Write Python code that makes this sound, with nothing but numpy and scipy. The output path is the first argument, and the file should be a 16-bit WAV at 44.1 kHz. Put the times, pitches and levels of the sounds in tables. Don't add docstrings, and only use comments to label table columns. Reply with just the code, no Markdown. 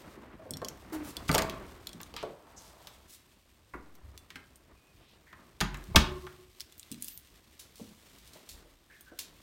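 import sys
import numpy as np
from scipy import signal
from scipy.fft import rfft, irfft, next_fast_len
from scipy.io import wavfile
from scipy.ndimage import map_coordinates

SR = 44100
rng = np.random.default_rng(int(sys.argv[2]) if len(sys.argv) > 2 else 0)


def dump(signal):
    limited = np.clip(np.atleast_2d(signal).T, -1, 1)
    pcm = np.round(limited * 32767).astype(np.int16)
    wavfile.write(sys.argv[1], SR, pcm)


N = 415422
T = np.arange(SR) / SR


def amp(db):
    return 10 ** (np.asarray(db) / 20)


def unit(x):
    return x / np.sqrt(np.mean(x ** 2) + 1e-20)


def along(points, hz):
    f, v = np.transpose(points)
    return np.interp(np.log(hz + 1), np.log(f), v)


def curve(rows):
    s, level = np.transpose(rows)
    return np.interp(np.arange(N) / SR, s, level)


def wobble(rate, size):
    knots = rng.standard_normal(int(size * rate / SR) + 4)
    return map_coordinates(knots, [np.arange(size) * rate / SR])


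def fade(t60):
    return np.exp(-np.log(1000) * T / max(t60, 1e-3))


def rise(seconds):
    return 1 - np.exp(-T / max(seconds, 1e-5))


def noise(gain_db, size):
    m = next_fast_len(size)
    spectrum = rfft(rng.standard_normal(m)) * amp(gain_db(np.fft.rfftfreq(m, 1 / SR)))
    return unit(irfft(spectrum, m)[:size])


def coloured(points, size=SR):
    return noise(lambda hz: along(points, hz), size)


def bump(hz, centre_hz, steep_db):
    return -steep_db * np.log2((hz + 1) / centre_hz) ** 2


def ring(modes, scatter_db):
    out = np.zeros(SR)
    for hz, db, t60 in modes:
        t = T[T < 2 * t60]
        strength = amp(db + scatter_db * rng.standard_normal())
        decay = np.exp(-np.log(1000) * t / t60)
        out[:len(t)] += strength * decay * np.sin(2 * np.pi * (hz * t + rng.random()))
    return out


def add(track, s, sound):
    part = track[round(s * SR):][:len(sound)]
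    part += sound[:len(part)]


# (frequency [Hz], t60 [s])
HALL_DECAY = [(60, 0.65), (300, 0.42), (1100, 0.45), (3000, 0.36), (6000, 0.28), (14000, 0.19)]


def in_hall(sound, wet_db):
    hz, t, z = signal.stft(rng.standard_normal(SR), SR, nperseg=256)
    decay = np.exp(-np.log(1000) * t / along(HALL_DECAY, hz)[:, None])
    tail = signal.istft(z * decay, SR, nperseg=256)[1][:SR] * rise(0.0016)
    return sound + amp(wet_db) * signal.fftconvolve(sound, tail / np.linalg.norm(tail))[:SR]


# (time [s], relative level [dB])
RUSTLE_LEVEL = [(0.0, -59), (0.31, -74), (0.75, -64), (1.34, -58.5), (2.46, -67.5), (2.81, -62),
                (3.49, -69.5), (5.67, -68.5), (5.82, -63.5), (6.14, -59.5), (6.35, -64), (6.66, -65),
                (7.0, -61.5), (7.29, -65), (8.47, -61.5), (8.73, -70), (9.42, -62.5)]
# (time [s], relative
# level [dB])
HANDLING_LEVEL = [(0.0, -54), (0.89, -55.5), (1.44, -44), (1.78, -54.5), (2.31, -60.5), (3.52, -69.5),
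                  (3.99, -63), (4.75, -66.5), (5.64, -63.5), (5.82, -57), (6.09, -59), (6.38, -63.5),
                  (6.71, -69.5), (8.61, -63), (8.79, -69.5), (9.42, -63.5)]
# (frequency [Hz], relative level [dB])
CLOTH_SPECTRUM = [(600, -17), (2000, 2), (3500, 3), (7000, -3), (9000, -2), (10400, -9), (12000, -4),
                  (16000, -8.5)]
RUB_SPECTRUM = [(60, -14), (150, 2.5), (250, 3.5), (340, 4.5), (470, -2), (630, -2), (820, -5.5),
                (1100, -3), (1450, -8), (2000, -10), (3500, -22.5), (8000, -42)]
RUMBLE_SPECTRUM = [(20, -21.5), (40, -3.5), (70, 0), (120, -8), (250, -21.5), (600, -60.5)]
RUMBLE_DB, RUMBLE_GROWS = -64, 0.74


def movement():
    rub_db = curve(HANDLING_LEVEL)
    rumble_db = RUMBLE_DB + RUMBLE_GROWS * (rub_db - rub_db.mean())
    folds = amp(1.8 * wobble(300, size=N) + 1.5 * wobble(22, size=N))
    cloth = amp(curve(RUSTLE_LEVEL)) * unit(coloured(CLOTH_SPECTRUM, size=N) * folds)
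    rub_flutter_db = 1.8 * wobble(25, size=N) + 1.8 * wobble(140, size=N)
    rub = amp(rub_db - 0.5 + rub_flutter_db) * coloured(RUB_SPECTRUM, size=N)
    rumble = amp(rumble_db + 2.5 * wobble(14, size=N)) * coloured(RUMBLE_SPECTRUM, size=N)
    return cloth + rub + rumble


# (time [s], level [dB], pitch [Hz])
STEP_KNOCKS = [(0.172, -43.5, 266), (.457, -41, 480), (0.507, -35, 194), (0.622, -32, 356),
               (1.293, -24.5, 206), (1.944, -40.5, 172), (2.234, -30.5, 474), (3.747, -41, 297),
               (4.024, -46, 72.6), (5.611, -28.5, 155), (5.886, -33.5, 112), (5.974, -25.5, 160),
               (6.911, -38, 185), (7.796, -43, 473), (7.811, -43, 190), (8.355, -50, 515),
               (8.499, -45.5, 43), (8.649, -55.5, 400), (9.119, -45.5, 405)]
KNOCK_T60_S, KNOCK_HZ = 0.12, 252
KNOCK_LINGER = 0.66
KNOCK_RISE_CYCLES = 0.75


def steps():
    out = np.zeros(N)
    for s, db, centre_hz in STEP_KNOCKS:
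        t60 = KNOCK_T60_S * (KNOCK_HZ / centre_hz) ** KNOCK_LINGER
        body = noise(lambda hz: bump(hz, centre_hz, steep_db=14.5), SR)
        knock = body * fade(t60) * rise(KNOCK_RISE_CYCLES / centre_hz)
        add(out, s, amp(db) * in_hall(knock, wet_db=-5.0))
    return out


# (time [s], relative level [dB], slide t60 [s])
SCUFF_EVENTS = [(0.9272, -46.5, 0.2), (7.593, -39, 0.16), (7.755, -50, 0.81), (8.183, -45, .03),
                (8.274, -48.5, 0.077), (8.333, -43, .05), (8.4894, -40.5, 0.23), (9.188, -30.5, 0.14)]
# (frequency [Hz], relative level [dB])
SCUFF_SPECTRUM = [(800, -20), (2200, -10.5), (3700, -2), (6000, -3), (8000, -5), (13000, -8), (16000, -9.5)]


def scuffs():
    out = np.zeros(N)
    for s, db, t60 in SCUFF_EVENTS:
        slide = amp(-7.0) * fade(t60) + amp(-9.5) * fade(0.018)
        grit = amp(3.1 * wobble(500, size=SR))
        scuff = coloured(SCUFF_SPECTRUM) * slide * grit * rise(0.0012)
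        add(out, s, amp(db) * in_hall(scuff, wet_db=-5.0))
    return out


# (time [s], length [s], relative level [dB], centre [Hz], drop one octave from the centre [dB])
STROKES = [(0.921, 0.046, -46, 900, 9), (0.922, 0.038, -45.5, 7000, 0.5), (1.027, 0.098, -47, 5800, 1.5),
           (1.279, 0.016, -38, 4900, 6), (2.154, 0.079, -45.5, 2840, 13), (2.261, 0.82, -60, 736, 7),
           (2.553, 0.18, -57, 5000, 4), (2.562, 0.032, -49, 6300, 65), (3.075, 0.1, -52.5, 6360, 2),
           (3.767, 0.26, -57, 7000, -0.5), (4.978, 0.21, -65.5, 3180, 16), (6.995, 0.14, -49, 11800, 1.5),
           (7.096, 0.081, -53, 14100, 2500),]


def swishes():
    out = np.zeros(N)
    for s, length, db, centre_hz, steep_db in STROKES:
        stroke = np.interp(T / length, [0, .25, .75, 1], [0, 1, 1, 0])
        grain = amp(2.8 * wobble(600, size=SR))
        friction = unit(noise(lambda hz: bump(hz, centre_hz, steep_db), SR) * grain)
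        add(out, s, amp(db - 3) * in_hall(friction * stroke, wet_db=-5.0))
    return out


# (time [s], length [s], start pitch [Hz], end pitch [Hz], level [dB], roughness [0-1])
SQUEAK_EVENTS = [(0.394, 0.2, 646, 607, -49, 0.61), (0.922, 0.19, 310.8, 288.7, -32, 0.55),
                 (4.757, 0.7, 2484, 2440, -70, 0.2), (5.267, 0.12, 1920, 1740, -53.5, 0.86),
                 (8.899, 0.14, 1730, 1650, -52, 0.54), (8.905, 0.11, 2190, 2080, -58.5, 0.8),
                 (9.063, 0.18, 1605, 1510, -57, 0.62)]


def squeaks():
    out = np.zeros(N)
    for s, length, start_hz, end_hz, db, rough in SQUEAK_EVENTS:
        glide = np.interp(T, [0, length], [start_hz, end_hz])
        pitch = glide * (1 + 0.14 * rough * wobble(780, size=SR))
        phase = 2 * np.pi * np.cumsum(pitch) / SR
        rasp = unit(coloured(CLACK_SPECTRUM) * np.square(1 + np.cos(phase)))
        tone = np.sin(phase) + amp(-21.0) * np.sin(2 * phase) + amp(-18.5) * rasp
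        ease = np.interp(T, [0, length / 4, length], [1, .45, .1], right=0)
        push = rise(0.0018) * ease * amp(3.0 * wobble(60, size=SR))
        add(out, s, amp(db) * in_hall(tone * push, wet_db=-8.0))
    return out


# (time [s], sway level [dB], sway pitch [Hz], sway t60 [s],
# relative panel level [dB], place struck [0 lock to 1 edge])
DOOR_SHOVES = [(1.294, -40, 39, 1, -33, 0.12), (1.346, -31, 65.4, 0.34, -29, 0),
               (5.61, -33, 45.7, 0.94, -38, 1), (5.947, -21.5, 41, 0.42, -37.5, 0),
               (5.961, -13, 171, 0.057, -34.5, 0.71), (5.964, -14, 68.6, 0.22, -27, 1),
               (6.089, -39, 66.7, 0.64, -59, 1)]
# (frequency [Hz], level struck at the lock [dB], level struck at the edge [dB], t60 [s])
PANEL_MODES = [(77.3, -13, -6, 0.6), (144.2, -14.5, -4.5, 0.7), (176, -2.5, 1.5, 0.2),
               (218, -5.5, 4.5, 0.27), (252.5, -3, -6, 0.25), (301, -10.5, -9.5, 0.56),
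               (366, -13.5, -3, 1.05), (427, -6, -15.5, 0.4), (594, -3, -11, 0.55), (650, 5, -6.5, 0.44),
               (894, 2, -8.5, 0.4), (1070, -5.5, -8, 0.75), (1150, -8.5, -15, 0.7), (2200, -4, -13, 0.19)]


def door():
    out = np.zeros(N)
    for s, db, hz, t60, panel_db, place in DOOR_SHOVES:
        sway = amp(db) * np.sin(2 * np.pi * hz * T) * fade(t60)
        modes = [(mode_hz, np.interp(place, [0, 1], [lock_db, edge_db]), mode_t60)
                 for mode_hz, lock_db, edge_db, mode_t60 in PANEL_MODES]
        flutter_db = 4.0 * wobble(49, size=SR)
        panel = amp(panel_db - 5.0 + flutter_db) * ring(modes, scatter_db=2.0)
        add(out, s, sway * rise(0.001) + in_hall(panel * rise(0.0011), wet_db=-18.5))
    return out


# (time [s], level [dB], weight of the low modes [dB])
LATCH_STRIKES = [(5.610, -31, -5), (5.9623, -19.5, 0), (6.267, -52, -12)]
# (frequency [Hz], relative level [dB])
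FRAME_MODES = [(218, 0.5), (310, -7), (360, -2.5), (850, -1), (1050, -6), (1205, 1), (1262, -1.5),
               (1570, -1), (1770, -0.5), (2220, -3), (2680, -6), (3300, 0)]
FRAME_LOW_HZ, FRAME_LOW_T60_S, FRAME_T60_S = 500, 0.095, 0.065


def frame():
    out = np.zeros(N)
    for s, db, low_db in LATCH_STRIKES:
        modes = [(hz, level + low_db, FRAME_LOW_T60_S) if hz < FRAME_LOW_HZ else (hz, level, FRAME_T60_S)
                 for hz, level in FRAME_MODES]
        plate = ring(modes, scatter_db=1.7) * rise(0.00044)
        add(out, s, amp(db) * in_hall(plate, wet_db=-11.0))
    return out


def contacts(count):
    touch = fade(0.0049) * rise(.0001)
    touches = touch + amp(-10.5) * np.roll(touch, int(SR * rng.uniform(.002, .005)))
    for _ in range(count):
        follower_gain = amp(-22.5 + 3.0 * rng.standard_normal())
        touches += follower_gain * np.roll(touch, int(SR * rng.uniform(0.003, 0.023)))
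    return touches


# (time [s], relative level [dB], centre [Hz], relative chime level [dB])
KEY_CONTACTS = [(0.5079, -24.5, 8400, -17), (0.5367, -33, 3400, -5), (0.5704, -31, 5300, -10),
                (0.6475, -26.5, 4670, -13.5), (0.685, -27, 6500, -12.5), (1.168, -22.5, 4400, -18),
                (1.3157, -22.5, 8400, -17), (1.328, -27.5, 8400, -14), (1.339, -25, 8400, -14),
                (1.3487, -11, 6000, -15), (1.381, -13, 4300, -17), (1.388, -20.5, 6940, -26),
                (1.4211, -22, 6400, -25), (1.8708, -23.5, 3980, -22.5), (1.892, -35.5, 4200, -15),
                (1.931, -36.5, 4000, -12), (2.014, -32, 13600, -20), (2.032, -31.5, 3500, -25),
                (2.8723, -43, 11000, -14), (3.953, -45, 6200, -30), (4.177, -33, 4200, -22),
                (4.558, -41.5, 8600, -22.5), (5.772, -41, 7500, -30), (5.84, -40, 6040, -42),
                (6.599, -35.5, 4700, -28), (6.6058, -26, 5500, -37), (6.6138, -32, 4400, -33),
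                (6.7238, -38, 3570, -30), (6.78, -41, 15000, -15), (6.796, -32, 7500, -25),
                (6.8302, -38.5, 3630, -33.5), (6.916, -28.5, 8000, -24), (6.924, -31, 2900, -22),
                (6.944, -37.5, 2530, -24), (7.0237, -22, 9500, -28), (7.0445, -25.5, 9380, -25.5),
                (7.0826, -24, 13900, -23), (7.084, -33, 2900, -22), (7.1758, -30.5, 12000, -23),
                (9.0093, -38, 13730, -18), (9.1909, -22.5, 4050, -29)]
# (frequency [Hz], relative level [dB])
HELD_KEY_MODES = [(3130, -5), (3380, 0), (4300, -8), (5500, -1), (7190, -4), (8500, -2.5), (9670, -11),
                  (11710, -4.5), (14100, -8)]
# (frequency [Hz], relative level [dB])
FREE_KEY_MODES = [(2760, -5), (3435, -4), (4050, -7), (6150, -4), (8350, -2), (9550, 0), (10550, -5.5),
                  (11900, -6), (13750, -0.5), (14060, 1.5), (14340, 0.5), (15430, -8)]
KEYS_FREE_S = 2.5
HELD_T60_S, FREE_T60_S = .045, .12
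KEY_DETUNE = .015


def keys():
    out = np.zeros(N)
    for s, db, centre_hz, chime_db in KEY_CONTACTS:
        if s < KEYS_FREE_S:
            table, t60, touches = HELD_KEY_MODES, HELD_T60_S, contacts(count=0)
        else:
            table, t60, touches = FREE_KEY_MODES, FREE_T60_S, contacts(count=3)
        no_bass = [(900, -20.5), (3500, -5.5)]
        tick = noise(lambda hz: bump(hz, centre_hz, steep_db=2) + along(no_bass, hz), SR) * touches
        ping = noise(lambda hz: bump(hz, centre_hz, steep_db=300), SR) * fade(.018) * rise(.0003)
        modes = [(hz * (1 + KEY_DETUNE * rng.standard_normal()),
                  level + bump(hz, centre_hz, steep_db=3.0), t60) for hz, level in table]
        chime = ring(modes, scatter_db=4.5)
        key = amp(-1.5) * tick + amp(-11.0) * ping + amp(chime_db - 4.5) * chime
        add(out, s, amp(db) * in_hall(key, wet_db=-14.5))
    return out


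# (time [s], relative metal click level [dB], relative wooden clack level [dB], clack pitch [Hz])
LOCK_BLOWS = [(0.6171, -39, -36, 675), (1.2922, -20, -26, 1400), (1.3146, -18, -33, 564),
              (1.3443, -16.5, -26, 633), (1.3561, -18.5, -23.5, 644), (1.3804, -15.5, -26, 1830),
              (1.3892, -18, -37, 900), (1.4207, -22.5, -38, 665), (1.497, -22.5, -44, 665),
              (2.003, -41, -48.5, 1180), (2.14, -39.5, -47.5, 655), (2.1645, -28.5, -42.5, 960),
              (2.228, -38, -36, 680), (2.8713, -35, -56, 1100), (3.7372, -70, -39, 1150),
              (4.3039, -36.5, -52.5, 2130), (4.357, -35, -43, 1700), (5.3278, -49, -47, 1420),
              (5.6045, -21, -35, 2170), (5.610, -15.5, -28.5, 1230), (5.7438, -34, -42.5, 1700),
              (5.959, -5, -26, 1100), (5.9611, -5, -27, 1100), (5.966, -16, -27, 900),
              (6.267, -43, -45.5, 1210)]
# (frequency [Hz], relative level [dB])
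CLICK_SPECTRUM = [(1200, -46), (2300, -1.5), (3000, 3), (4200, 0), (5400, -4.5), (7500, -9.5), (10000, -15),
                  (13500, -15), (16000, -18.5)]
CLACK_SPECTRUM = [(200, -29), (420, 4), (650, 0), (1200, 1.5), (1500, 1), (2300, -1.5), (3200, -12.5),
                  (6000, -43)]
THUD_SPECTRUM = [(25, -16), (70, 2), (120, -1), (175, -1), (240, -7), (350, -7), (500, -16), (900, -40)]
BOLT_FREE_S = 1.8
GRIPPED_RATTLE_DB, LOOSE_RATTLE_DB = -17, -10.5


def lock():
    out = np.zeros(N)
    for s, click_db, clack_db, clack_hz in LOCK_BLOWS:
        rattle_db = GRIPPED_RATTLE_DB if s < BOLT_FREE_S else LOOSE_RATTLE_DB
        snap = amp(-3.0) * fade(0.0052) + amp(rattle_db) * fade(0.048)
        click = amp(click_db) * coloured(CLICK_SPECTRUM) * snap * rise(0.00015)
        wood = noise(lambda hz: along(CLACK_SPECTRUM, hz) + bump(hz, clack_hz, steep_db=8.0), SR)
        clack = amp(clack_db + 4.0) * wood * fade(0.058) * rise(0.0013)
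        thud = amp(clack_db - 5) * coloured(THUD_SPECTRUM) * fade(0.096) * rise(0.00024)
        add(out, s, in_hall(click, wet_db=-9.0) + in_hall(clack + thud, wet_db=-5.5))
    return out


def scene():
    background = movement() + steps() + scuffs() + swishes() + squeaks()
    return (background + door() + frame() + keys() + lock())[None]


TOP_HZ = 16000


def record(dry):
    rounded = dry / (1 + (dry / .8) ** 4) ** .25
    m = next_fast_len(N + SR)
    in_band = np.fft.rfftfreq(m, 1 / SR) < TOP_HZ
    return irfft(rfft(rounded, m) * in_band, m)[..., :N]


dry = scene()
out = record(dry)
dump(out)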